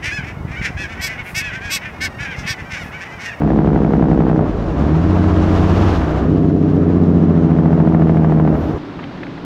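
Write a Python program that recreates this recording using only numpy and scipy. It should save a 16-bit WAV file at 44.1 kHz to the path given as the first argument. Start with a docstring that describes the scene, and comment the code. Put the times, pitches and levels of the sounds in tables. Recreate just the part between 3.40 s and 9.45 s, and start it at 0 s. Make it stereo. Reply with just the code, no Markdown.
"""Diesel truck with engine brake, beside the exhaust stack

A six-cylinder truck in a city street, microphone right beside its stack. The engine brake barks, the driver
shifts and pulls with a roar and turbo hiss, then the brake barks again and lets go. Pulses timed by the
crankshaft ring filters for note and cracks; filtered noise makes gas and wind; sines make pipe lines, fan and turbo.
At 5.38 s the scene cuts to a much quieter drive: a muffled drone of filtered noise with a few rattles."""
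import sys
import numpy as np
from scipy import signal
from scipy.fft import rfft, irfft, next_fast_len
from scipy.io import wavfile
from scipy.ndimage import uniform_filter1d, minimum_filter1d

SR = 44100
rng = np.random.default_rng(int(sys.argv[2]) if len(sys.argv) > 2 else 0)


def digitize_waveform(pressure):
    """Quantize a signal to 16-bit integers and store it at the path in sys.argv[1].

    Rows of a 2-D input are taken as channels; values are limited to [-1, 1].
    """
    field = np.atleast_2d(pressure).T
    bounded = np.clip(field, -1, 1)
    quanta = np.round(bounded * 32767).astype(np.int16)
    wavfile.write(sys.argv[1], SR, quanta)


N = 266791
T = np.arange(N) / SR  # seconds
SIZE = next_fast_len(N + SR)  # FFT length, with a second of room for tails
HZ = np.maximum(np.arange(SIZE // 2 + 1) * SR / SIZE, 1)
CYLINDERS = 6


def undb(db):
    """Decibels to gain."""
    return 10 ** (np.asarray(db) / 20)


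def curves(table):
    """Each column of a table of (s, ..) rows, sample by sample."""
    s, *columns = np.transpose(table)
    return [np.interp(T, s, c) for c in columns]


def colour(points):
    """The dB of a spectrum at every frequency, drawn straight over log frequency."""
    hz, db = np.transpose(points)
    return np.interp(np.log(HZ), np.log(hz), db)


def shape(x, db):
    """Causal (minimum-phase) filter with the given dB response; the result has rms 1."""
    cepstrum = irfft(np.log(undb(db)), SIZE)
    cepstrum[1:SIZE // 2] *= 2
    cepstrum[SIZE // 2 + 1:] = 0
    response = np.exp(rfft(cepstrum))
    y = irfft(rfft(x, SIZE) * response, SIZE)[..., :N]
    return y / np.std(y)


def steady(x):
    """Hold the rms near 1 over a few engine cycles."""
    size = SR // 7
    power = uniform_filter1d(uniform_filter1d(x ** 2, size), size)
    return x / np.sqrt(power + 1e-9)


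def walk(rate):
    """Smooth random wander with a spread a little under 1, taking a new value `rate` times a second."""
    k = max(int(SR / rate), 1)
    steps = np.repeat(rng.standard_normal(N // k + 1), k)
    return 0.96 * uniform_filter1d(steps, k)[:N]


def air(width=0):
    """White noise for both ears; width scales the part that differs between them."""
    mid, side = rng.standard_normal((2, N))
    return mid + width * np.array([side, -side])


def train(at, gain):
    """Single pulses at the given samples."""
    return np.bincount(at, gain, N)[:N]


def disperse(x, hz):
    """The treble leaves the pipe first, as a dip; the bass follows as a hump (an allpass)."""
    return irfft(rfft(x, SIZE) * (hz - 1j * HZ) / (hz + 1j * HZ), SIZE)[:N]


def held(on_s, off_s, attack_s, release_s):
    """A control that rises to 1 from on_s, holds, and falls back to 0 from off_s."""
    rise = np.clip((T - on_s) / attack_s, 0, 1)
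    return rise * np.clip(1 - (T - off_s) / release_s, 0, 1)


# Muffled sound inside the quiet drive. Each row: frequency in Hz, relative level in dB.
CAB_COLOUR = [(25, -19), (50, -14), (125, -4), (170, 1), (215, -7), (275, 2), (440, -12.5), (1050, -16.5),
              (1800, -24), (4000, -32.5), (5500, -42), (7000, -50.5), (9000, -63), (14000, -67)]
CAB_DB = -28.5
# Loose fittings close by. Each row: start in seconds, level in dB before rattle_db, centre frequency in Hz.
RATTLES = [(5.4964, -32, 1110), (5.592, -25, 1100), (5.596, -25, 1330), (5.627, -27, 1170),
           (5.633, -28, 1590), (5.64, -24, 1590), (5.832, -19.5, 1140), (5.835, -27, 1590),
           (5.8674, -27.5, 1490), (5.978, -26.5, 1200)]


def quiet_drive(rattle_s=0.004, rattle_db=-3, rattle_slope_db=9):
    """A muffled drone of engine and road from filtered noise; loose fittings chatter in short bursts."""
    out = steady(shape(air(), colour(CAB_COLOUR))) * undb(CAB_DB)
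    for s, db, hz in RATTLES:
        burst = uniform_filter1d((T >= s) * np.exp(-np.abs(T - s) / rattle_s), size=24)
        octaves = np.log2(HZ / hz)
        ring = shape(air(), -rattle_slope_db * np.minimum(octaves ** 2, 8))
        out = out + ring * burst * undb(db + rattle_db)
    return out


# Wind at the microphone near the top of the pull: start of rise in seconds, start of fall in seconds, level in dB.
GUST = (2.02, 2.5, -27)
# The gust's colour. Each row: frequency in Hz, relative level in dB.
WIND_COLOUR = [(12, -9), (28, 16), (48, 8.5), (80, -15), (200, -51)]


def gust():
    """Wind buffets the microphone: low filtered noise that rises and dies away once."""
    on_s, off_s, db = GUST
    return shape(air(), colour(WIND_COLOUR)) * held(on_s, off_s, .15, 0.3) * undb(db)


# Fan near the engine. Each row: start of rise in seconds, start of fall in seconds, level in dB.
FAN_RUNS = [(-.5, 1.3, -26.5), (1.5, 2.83, -22.5)]
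FAN_ORDER = 4.8  # fan cycles per engine cycle


def cooling_fan(crank, fan_on_s=0.27, fan_off_s=0.38):
    """The fan drones as one sine geared to the engine cycle, wavering slightly in level."""
    gain = sum(held(on_s, off_s, fan_on_s, fan_off_s) * undb(db) for on_s, off_s, db in FAN_RUNS)
    tone = np.sqrt(2) * np.sin(2 * np.pi * FAN_ORDER * crank)
    return tone * gain * undb(0.43 * walk(7.5))


# The turbo's faint whistle. Each row: time in seconds, centre pitch in Hz, peak level in dB.
TURBO = [(0, 13800, -88), (.35, 13750, -72.5), (.9, 13260, -73), (1.3, 12500, -93), (4.1, 13700, -95),
         (4.3, 13650, -79), (5.12, 13700, -75), (5.18, 13100, -61), (5.3, 12000, -66), (5.38, 11400, -76)]


def turbo_whistle():
    """The turbo whistles as a gliding sine, roughened by rapid small changes of pitch."""
    turbo_hz, turbo_db = curves(TURBO)
    rough_hz = turbo_hz * (1 + .014 * walk(900))
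    return np.sin(2 * np.pi * np.cumsum(rough_hz) / SR) * undb(turbo_db)


# Braking beside the stack. Each row: start of brake in seconds, start of release in seconds, second stage
# coming in from (seconds), dB added to the note, dB added to the cracks.
BRAKES = [(-.3, 0.994, 0.025, 0, -0.9), (2.805, 5.128, 3.5, 1.06, -2.6)]
BRAKE_ON_S, BRAKE_OFF_S = 0.057, 0.073  # time to rise and to let go
PULL_FROM_S, PULL_TO_S, PEDAL_DOWN_S, PEDAL_UP_S = 1.33, 2.49, 0.086, 0.15
SPOOL_DOWN_S = 1  # run-down of the boost
VENT_S, VENT_FALL_S = 3.1, 0.02  # the boost is dumped: when, how fast


def driver(bite_s=.14):
    """Controls (0-1) for brake, first stage, throttle and boost, and dB each braking adds to note and cracks."""
    holds = [held(on_s, off_s, BRAKE_ON_S, BRAKE_OFF_S) for on_s, off_s, *_ in BRAKES]
    brake = sum(holds)
    first_stage = sum(hold * np.clip(1 - (T - stage_s) / bite_s, 0, 1)
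                      for hold, (_, _, stage_s, *_) in zip(holds, BRAKES))
    note_db, cracks_db = np.array(BRAKES)[:, 3:].T @ np.array(holds)
    throttle = held(PULL_FROM_S, PULL_TO_S, PEDAL_DOWN_S, PEDAL_UP_S)
    # boost builds all through the pull, then runs down until it is vented
    boost = held(PULL_FROM_S, PULL_TO_S, PULL_TO_S - PULL_FROM_S, SPOOL_DOWN_S)
    boost = boost * np.clip(1 - (T - VENT_S) / VENT_FALL_S, 0, 1)
    return brake, first_stage, throttle, boost, note_db, cracks_db


# Standing waves of the stack; negative levels cancel. Each row: frequency in Hz, width in Hz, level in dB.
STACK = [(58, 110, 7.5), (139, 16.2, -16), (154.5, 22.2, 16), (218.9, 22, 14.5), (256.4, 23.5, 9.5),
         (315.3, 28, 12.5), (336.2, 13.4, -10.5), (417.7, 32, 9.5), (470, 34, 6.5)]


def stack_db():
    """The exhaust stack's response in dB: its standing waves lift some bands and cancel others."""
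    return sum(db / (1 + (2 * (HZ - hz) / width) ** 2) for hz, width, db in STACK)


def puffs(crank, depth, throb):
    """Gas flow swells after each firing and throbs once a cycle; the gate has rms 1."""
    each_firing = depth * np.cos(2 * np.pi * (CYLINDERS * crank - .15))
    each_cycle = throb * np.cos(2 * np.pi * (crank + 0.071))
    gate = np.exp(each_firing + each_cycle)
    return gate / np.sqrt(np.mean(gate ** 2))


# Colour of the high gas hiss. Each row: frequency in Hz, relative level in dB.
HISS_COLOUR = [(1200, -7), (2800, 4.5), (4300, -2.5), (5000, -5), (5600, -5), (7200, -12.5), (8600, -22.5),
               (11000, -27.5), (12200, -25), (14500, -39)]
# Level while coasting, and dB each control adds.
HISS_DB, HISS_BRAKE_DB, HISS_THROTTLE_DB, HISS_BOOST_DB = -48.5, -3, 4, 8


def gas_hiss(crank, width, brake, throttle, boost):
    """Fast gas hisses as bright noise that grows with the square of the boost and flutters in level."""
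    db = HISS_DB + HISS_BRAKE_DB * brake + HISS_THROTTLE_DB * throttle + HISS_BOOST_DB * boost ** 2
    noise = shape(air(width), colour(HISS_COLOUR))
    return noise * puffs(crank, depth=0.083, throb=0.13) * undb(db + 1.3 * walk(22))


# Colour of the gas roar. Each row: frequency in Hz, relative level in dB.
ROAR_COLOUR = [(250, -18.5), (480, 2.5), (750, 3.5), (1200, -0.5), (1800, -9), (2600, -19), (4000, -31),
               (8000, -54.5)]
# Level while coasting, and dB each control adds.
ROAR_DB, ROAR_BRAKE_DB, ROAR_THROTTLE_DB, ROAR_BOOST_DB = -31, -0.5, 2.5, 6


def gas_roar(crank, width, full_brake, throttle, boost, bark_db, roar_follows_bark=0.05):
    """Gas roars as noise swelling with the boost; under the brake it leaves in cracks and less of it roars."""
    db = ROAR_DB + ROAR_BRAKE_DB * full_brake + ROAR_THROTTLE_DB * throttle + ROAR_BOOST_DB * boost
    db = db + roar_follows_bark * bark_db
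    noise = shape(air(width) * puffs(crank, depth=0.025, throb=0.13), colour(ROAR_COLOUR))
    return noise * undb(db + 0.57 * walk(25.01))


# Colour of the low churn before the stack. Each row: frequency in Hz, relative level in dB.
TURBULENCE_COLOUR = [(15, -13.5), (30, -6.5), (60, 3.5), (110, 6.5), (200, 1.5), (320, 7.5), (480, -2.5),
                     (700, -1.5), (1200, -64)]
# Level while coasting, and dB each control adds.
CHURN_DB, CHURN_BRAKE_DB, CHURN_BOOST_DB, CHURN_RELEASE_DB = -20, -2, 1.5, 7


def stack_turbulence(crank, width, full_brake, boost, chuff_s=0.13):
    """Gas churns in the stack as low noise, with a chuff each time the brake lets go."""
    chuff = sum(held(off_s - BRAKE_OFF_S, off_s, BRAKE_OFF_S, chuff_s) for _, off_s, *_ in BRAKES)
    db = CHURN_DB + CHURN_BRAKE_DB * full_brake + CHURN_BOOST_DB * boost + CHURN_RELEASE_DB * chuff
    flow = air(.25 * width) * puffs(crank, depth=0.18, throb=0.037)
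    return shape(flow, colour(TURBULENCE_COLOUR) + 0.41 * stack_db()) * undb(db)


# Firing rates in Hz between which the low, middle and high rev settings blend.
REVS_HZ = [70, 79, 87]
# Clean lines of the pipe, as multiples of the engine cycle.
SINGING_ORDERS = [12, 21, 27, 30, 33, 42, 48]
# One row per line: level braking at low revs, braking at higher revs, pulling, all in dB before SINGING_DB.
SINGING = [(-51.5, -29, -24.5), (-28, -30, -27), (-33.5, -29, -35), (-36, -42.5, -50), (-50, -38.5, -51),
           (-32.5, -47.5, -56), (-38, -42, -53.5)]
SINGING_DB = -2.5


def singing_pipe(crank, firing_hz, full_brake, throttle, waver_db=2.0):
    """The steady beat of the firings makes the pipe sing in clean lines that glide with the revs."""
    revs = np.interp(firing_hz, REVS_HZ[:2], [0, 1])
    out = 0
    for order, (low_db, high_db, pull_db) in zip(SINGING_ORDERS, SINGING):
        gain = full_brake * undb(low_db + (high_db - low_db) * revs) + throttle * undb(pull_db)
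        line = np.sqrt(2) * np.sin(2 * np.pi * order * crank)
        out = out + line * gain * undb(waver_db * walk(7.6))
    return out * undb(SINGING_DB)


# Colour of the gas puff at the loudest crack. Each row: frequency in Hz, relative level in dB.
SPIT_COLOUR = [(300, -12.5), (600, 1), (1200, -4.5), (2200, -10.5), (2900, -26.5), (6000, -51)]
SPIT_DB, SPIT_S = -27, .004  # level before softening; time from peak to 1/e


def valve_spit(crank, firing_hz, brake, bark_db):
    """The loudest valve spits a short puff of gas, a burst of noise, with its crack once a cycle."""
    from_crack_s = ((crank + .5) % 1 - .5) * CYLINDERS / firing_hz
    puff = np.exp(-(from_crack_s / SPIT_S) ** 2)
    return shape(air(), colour(SPIT_COLOUR)) * puff * brake * undb(SPIT_DB + bark_db)


# Valves cracking under the brake. Each row: place in the cycle in firings, relative level in dB at low revs,
# relative level in dB at higher revs.
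CRACKS = [(-.05, 0, -3), (.42, -20.5, -7.5), (1, -2, -13.5), (2.019, -3, -8.5), (2.999, -15.5, -12.5),
          (3.981, -2, -4.5), (4.951, -16, -13)]
# Colours of a crack's body and of its bright snap. Each row: frequency in Hz, relative level in dB.
CRACK_COLOUR = [(120, -21), (300, -10), (480, -1.5), (700, 12), (1000, -0.5), (1500, -22), (2200, -49.5),
                (3200, -59.5), (6000, -79)]
SNAP_COLOUR = [(300, 1), (700, 10), (1100, -1), (1600, -7.5), (2250, -18), (2900, -29), (6000, -58)]
CRACKS_DB = -24.5


def brake_cracks(crank, firing_hz, bark_db, body_db=-8, snap_follows_bark=0.17):
    """Cylinders dump compressed air in sharp cracks, whose balance over the cycle shifts with the revs."""
    revs = np.interp(firing_hz, REVS_HZ[:2], [0, 1])
    pulses = 0
    for place, low_db, high_db in CRACKS:
        at = np.flatnonzero(np.diff(np.floor(crank - place / CYLINDERS)))
        pulses = pulses + train(at, undb(low_db + (high_db - low_db) * revs[at]))
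    body = shape(-pulses, colour(CRACK_COLOUR))
    # the hardest blows steepen into a bright snap on their way up the pipe
    snap = shape(-pulses ** 2, colour(SNAP_COLOUR))
    return steady(undb(body_db) * body + undb(snap_follows_bark * bark_db) * snap)


# Unequal blows of the six cylinders in firing order: braking at low, middle and high revs, under the first
# stage with only some cylinders braking, and pulling or coasting. Each row: relative level in dB, lateness in ms.
BRAKE_LOW_BLOWS = [(-1, 1.31), (-5.5, -1.6), (-11, -1.2), (-1, -1.6), (-3.5, -1.6), (0.9, -1.1)]
BRAKE_MID_BLOWS = [(-1.4, 0.76), (-4.5, -1.2), (0, -2), (-2.5, -1.15), (-14, -1.2), (0.5, -1.12)]
BRAKE_HIGH_BLOWS = [(-0.8, -0.73), (-7, -0.37), (-11.5, -0.73), (-3.2, -1.45), (-4.5, -0.99), (-2.7, -1.3)]
FIRST_STAGE_BLOWS = [(-2.2, -0.5), (-5.5, -0.97), (-6, -2), (-3.9, -1.1), (-2.2, -.4), (-9.5, -0.1)]
PULL_BLOWS = [(-2.7, -1.03), (-2.8, -1.77), (-2.1, -0.97), (-4.5, -0.55), (-1.5, -1.54), (-6, -0.92)]


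def firings(crank, firing_hz, brake, first_stage, coasting, scatter_db=-0.47, coast_scatter_db=3.5,
            jitter_ms=0.024, coast_jitter_ms=1.0):
    """Sample, cylinder and strength of every exhaust blow: steady under load, ragged when coasting."""
    count = np.floor(crank * CYLINDERS).astype(int)
    at = 1 + np.flatnonzero(np.diff(count))
    cylinder = count[at] % CYLINDERS
    full_brake = brake - first_stage
    low, mid, high = (full_brake * np.interp(firing_hz, REVS_HZ, share) for share in np.eye(len(REVS_HZ)))
    states = ((low, BRAKE_LOW_BLOWS), (mid, BRAKE_MID_BLOWS), (high, BRAKE_HIGH_BLOWS),
              (first_stage, FIRST_STAGE_BLOWS), (1 - brake, PULL_BLOWS))
    db, late_ms = sum(share[at] * np.array(table)[cylinder].T for share, table in states)
    swell, slip = rng.standard_normal((len(at), 2)).T
    db = db + (scatter_db + coast_scatter_db * coasting[at]) * swell
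    late_ms = late_ms + (jitter_ms + coast_jitter_ms * coasting[at]) * slip
    at = at + np.round(late_ms * SR / 1000).astype(int)
    return np.clip(at, 0, N - 1), cylinder, undb(db)


BRANCH_ECHO_S, BRANCH_ECHO_DB = .0038, -10


def manifold(at, cylinder, strength):
    """The blows as pulses; every second one comes through the manifold's far branch, which echoes it."""
    echo_at = np.minimum(at + int(BRANCH_ECHO_S * SR), N - 1)
    return train(at, strength) + undb(BRANCH_ECHO_DB) * train(echo_at, strength * (cylinder % 2))


# One exhaust blow before the stack, braking and pulling. Each row: frequency in Hz, relative level in dB.
BRAKE_NOTE = [(15, -17), (30, -9), (60, 2.7), (100, 12.5), (160, 17.5), (250, 6.5), (350, 11.5),
              (500, -1.5), (800, -8), (1500, -37.5), (3000, -67), (8000, -86)]
PULL_NOTE = [(15, -7), (30, 5.5), (60, 13.5), (100, 18), (160, 13.4), (250, 1.2), (350, 10.5), (500, -16),
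             (800, -17.5), (1500, -33.5), (3000, -51.5), (8000, -78.5)]
# The first stage's honk: frequency in Hz, width in Hz, relative level in dB.
HONK = (247, 71, -8)


def exhaust_note(blows, brake, first_stage, brake_turn_hz=307, pull_turn_hz=825,
                 first_stage_open=0.071, first_stage_db=-2):
    """Every blow rings the stack: hard and hollow under the brake, round and deep when pulling."""
    stack = stack_db()
    braking = steady(shape(disperse(blows, brake_turn_hz), colour(BRAKE_NOTE) + stack))
    pulling = steady(shape(disperse(blows, pull_turn_hz), colour(PULL_NOTE) + stack))
    # the first stage keeps some of the open colour, is a little quieter and honks in one more resonance
    share = brake - first_stage_open * first_stage
    honk_hz, honk_width_hz, honk_db = HONK
    resonance_db = -20 * np.log10(1 + (2 * (HZ - honk_hz) / honk_width_hz) ** 2)
    honk = steady(shape(blows, resonance_db))
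    mix = share * braking + (1 - share) * pulling + first_stage * undb(honk_db) * honk
    return steady(mix) * undb(first_stage_db * first_stage)


# Engine speed. Each row: time in seconds, firing rate in Hz.
SPEED = [(0.0, 71.08), (0.25, 70.29), (0.5, 67.81), (0.8, 66.01), (1.0, 62.35), (1.15, 53.1), (1.28, 53.34),
         (1.45, 73.69), (1.7, 90.51), (1.95, 89.98), (2.2, 90.03), (2.45, 96.72), (2.72, 76.49),
         (2.9, 94.15), (3.15, 94.16), (3.3, 91.76), (3.45, 88.21), (3.7, 90.09), (4.0, 85.39),
         (4.35, 83.66), (4.7, 80.1), (5.1, 77.48)]
# The rush of air spreads between the ears near the top of the pull. Each row: time in seconds, width from 0 to 1.
WIDTH = [(1.9, 0), (2.4, 0.35), (2.65, 0.6), (2.9, 0)]
# The brake barks hardest at low revs; above BARK_HZ it softens with the square of the excess.
BARK_HZ, BARK_SOFTEN_DB_PER_HZ2 = 82.44, 0.76
# Note level while coasting, and dB each control adds.
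NOTE_DB, NOTE_BRAKE_DB, NOTE_THROTTLE_DB = -21.5, 9.5, 8


def truck():
    """Firing rate sums to a crank angle that times note, cracks, gas and fan; whistle and gust join in."""
    firing_hz, = curves(SPEED)
    crank = np.cumsum(firing_hz) / SR / CYLINDERS - .238  # engine cycles
    width, = curves(WIDTH)
    brake, first_stage, throttle, boost, note_db, cracks_db = driver()
    full_brake = brake - first_stage
    coasting = np.clip(1 - brake - throttle, 0, 1)
    bark_db = -BARK_SOFTEN_DB_PER_HZ2 * np.maximum(firing_hz - BARK_HZ, 0) ** 2 * brake

    background = gust() + cooling_fan(crank) + turbo_whistle()
    gas = gas_hiss(crank, width, brake, throttle, boost)
    gas = gas + gas_roar(crank, width, full_brake, throttle, boost, bark_db)
    gas = gas + stack_turbulence(crank, width, full_brake, boost)
    lines = singing_pipe(crank, firing_hz, full_brake, throttle)
    spit = valve_spit(crank, firing_hz, brake, bark_db)
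    cracks = brake_cracks(crank, firing_hz, bark_db) * brake * undb(CRACKS_DB + bark_db + cracks_db)
    blows = manifold(*firings(crank, firing_hz, brake, first_stage, coasting))
    note_level_db = NOTE_DB + NOTE_BRAKE_DB * brake + NOTE_THROTTLE_DB * throttle + note_db
    note = exhaust_note(blows, brake, first_stage) * undb(note_level_db)
    return background + gas + lines + spit + cracks + note


CUT_S = 5.38


def scene():
    """The truck, then a hard cut to the quiet drive."""
    after = uniform_filter1d((T > CUT_S) * 1., size=128)
    return truck() * (1 - after) + quiet_drive() * after


TOP_HZ = 15100


def record(dry):
    """A limiter holds the tallest peaks; the top is cut."""
    need = np.minimum(1, .92 / (np.abs(dry).max(axis=0) + 1e-9))
    # look around each peak, then smooth the gain
    gain = minimum_filter1d(need, size=801)
    gain = uniform_filter1d(uniform_filter1d(gain, size=401), size=401)
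    lowpass = signal.ellip(8, .2, 70, TOP_HZ, fs=SR, output="sos")
    return signal.sosfilt(lowpass, dry * gain)


dry = scene()
out = record(dry)
digitize_waveform(out)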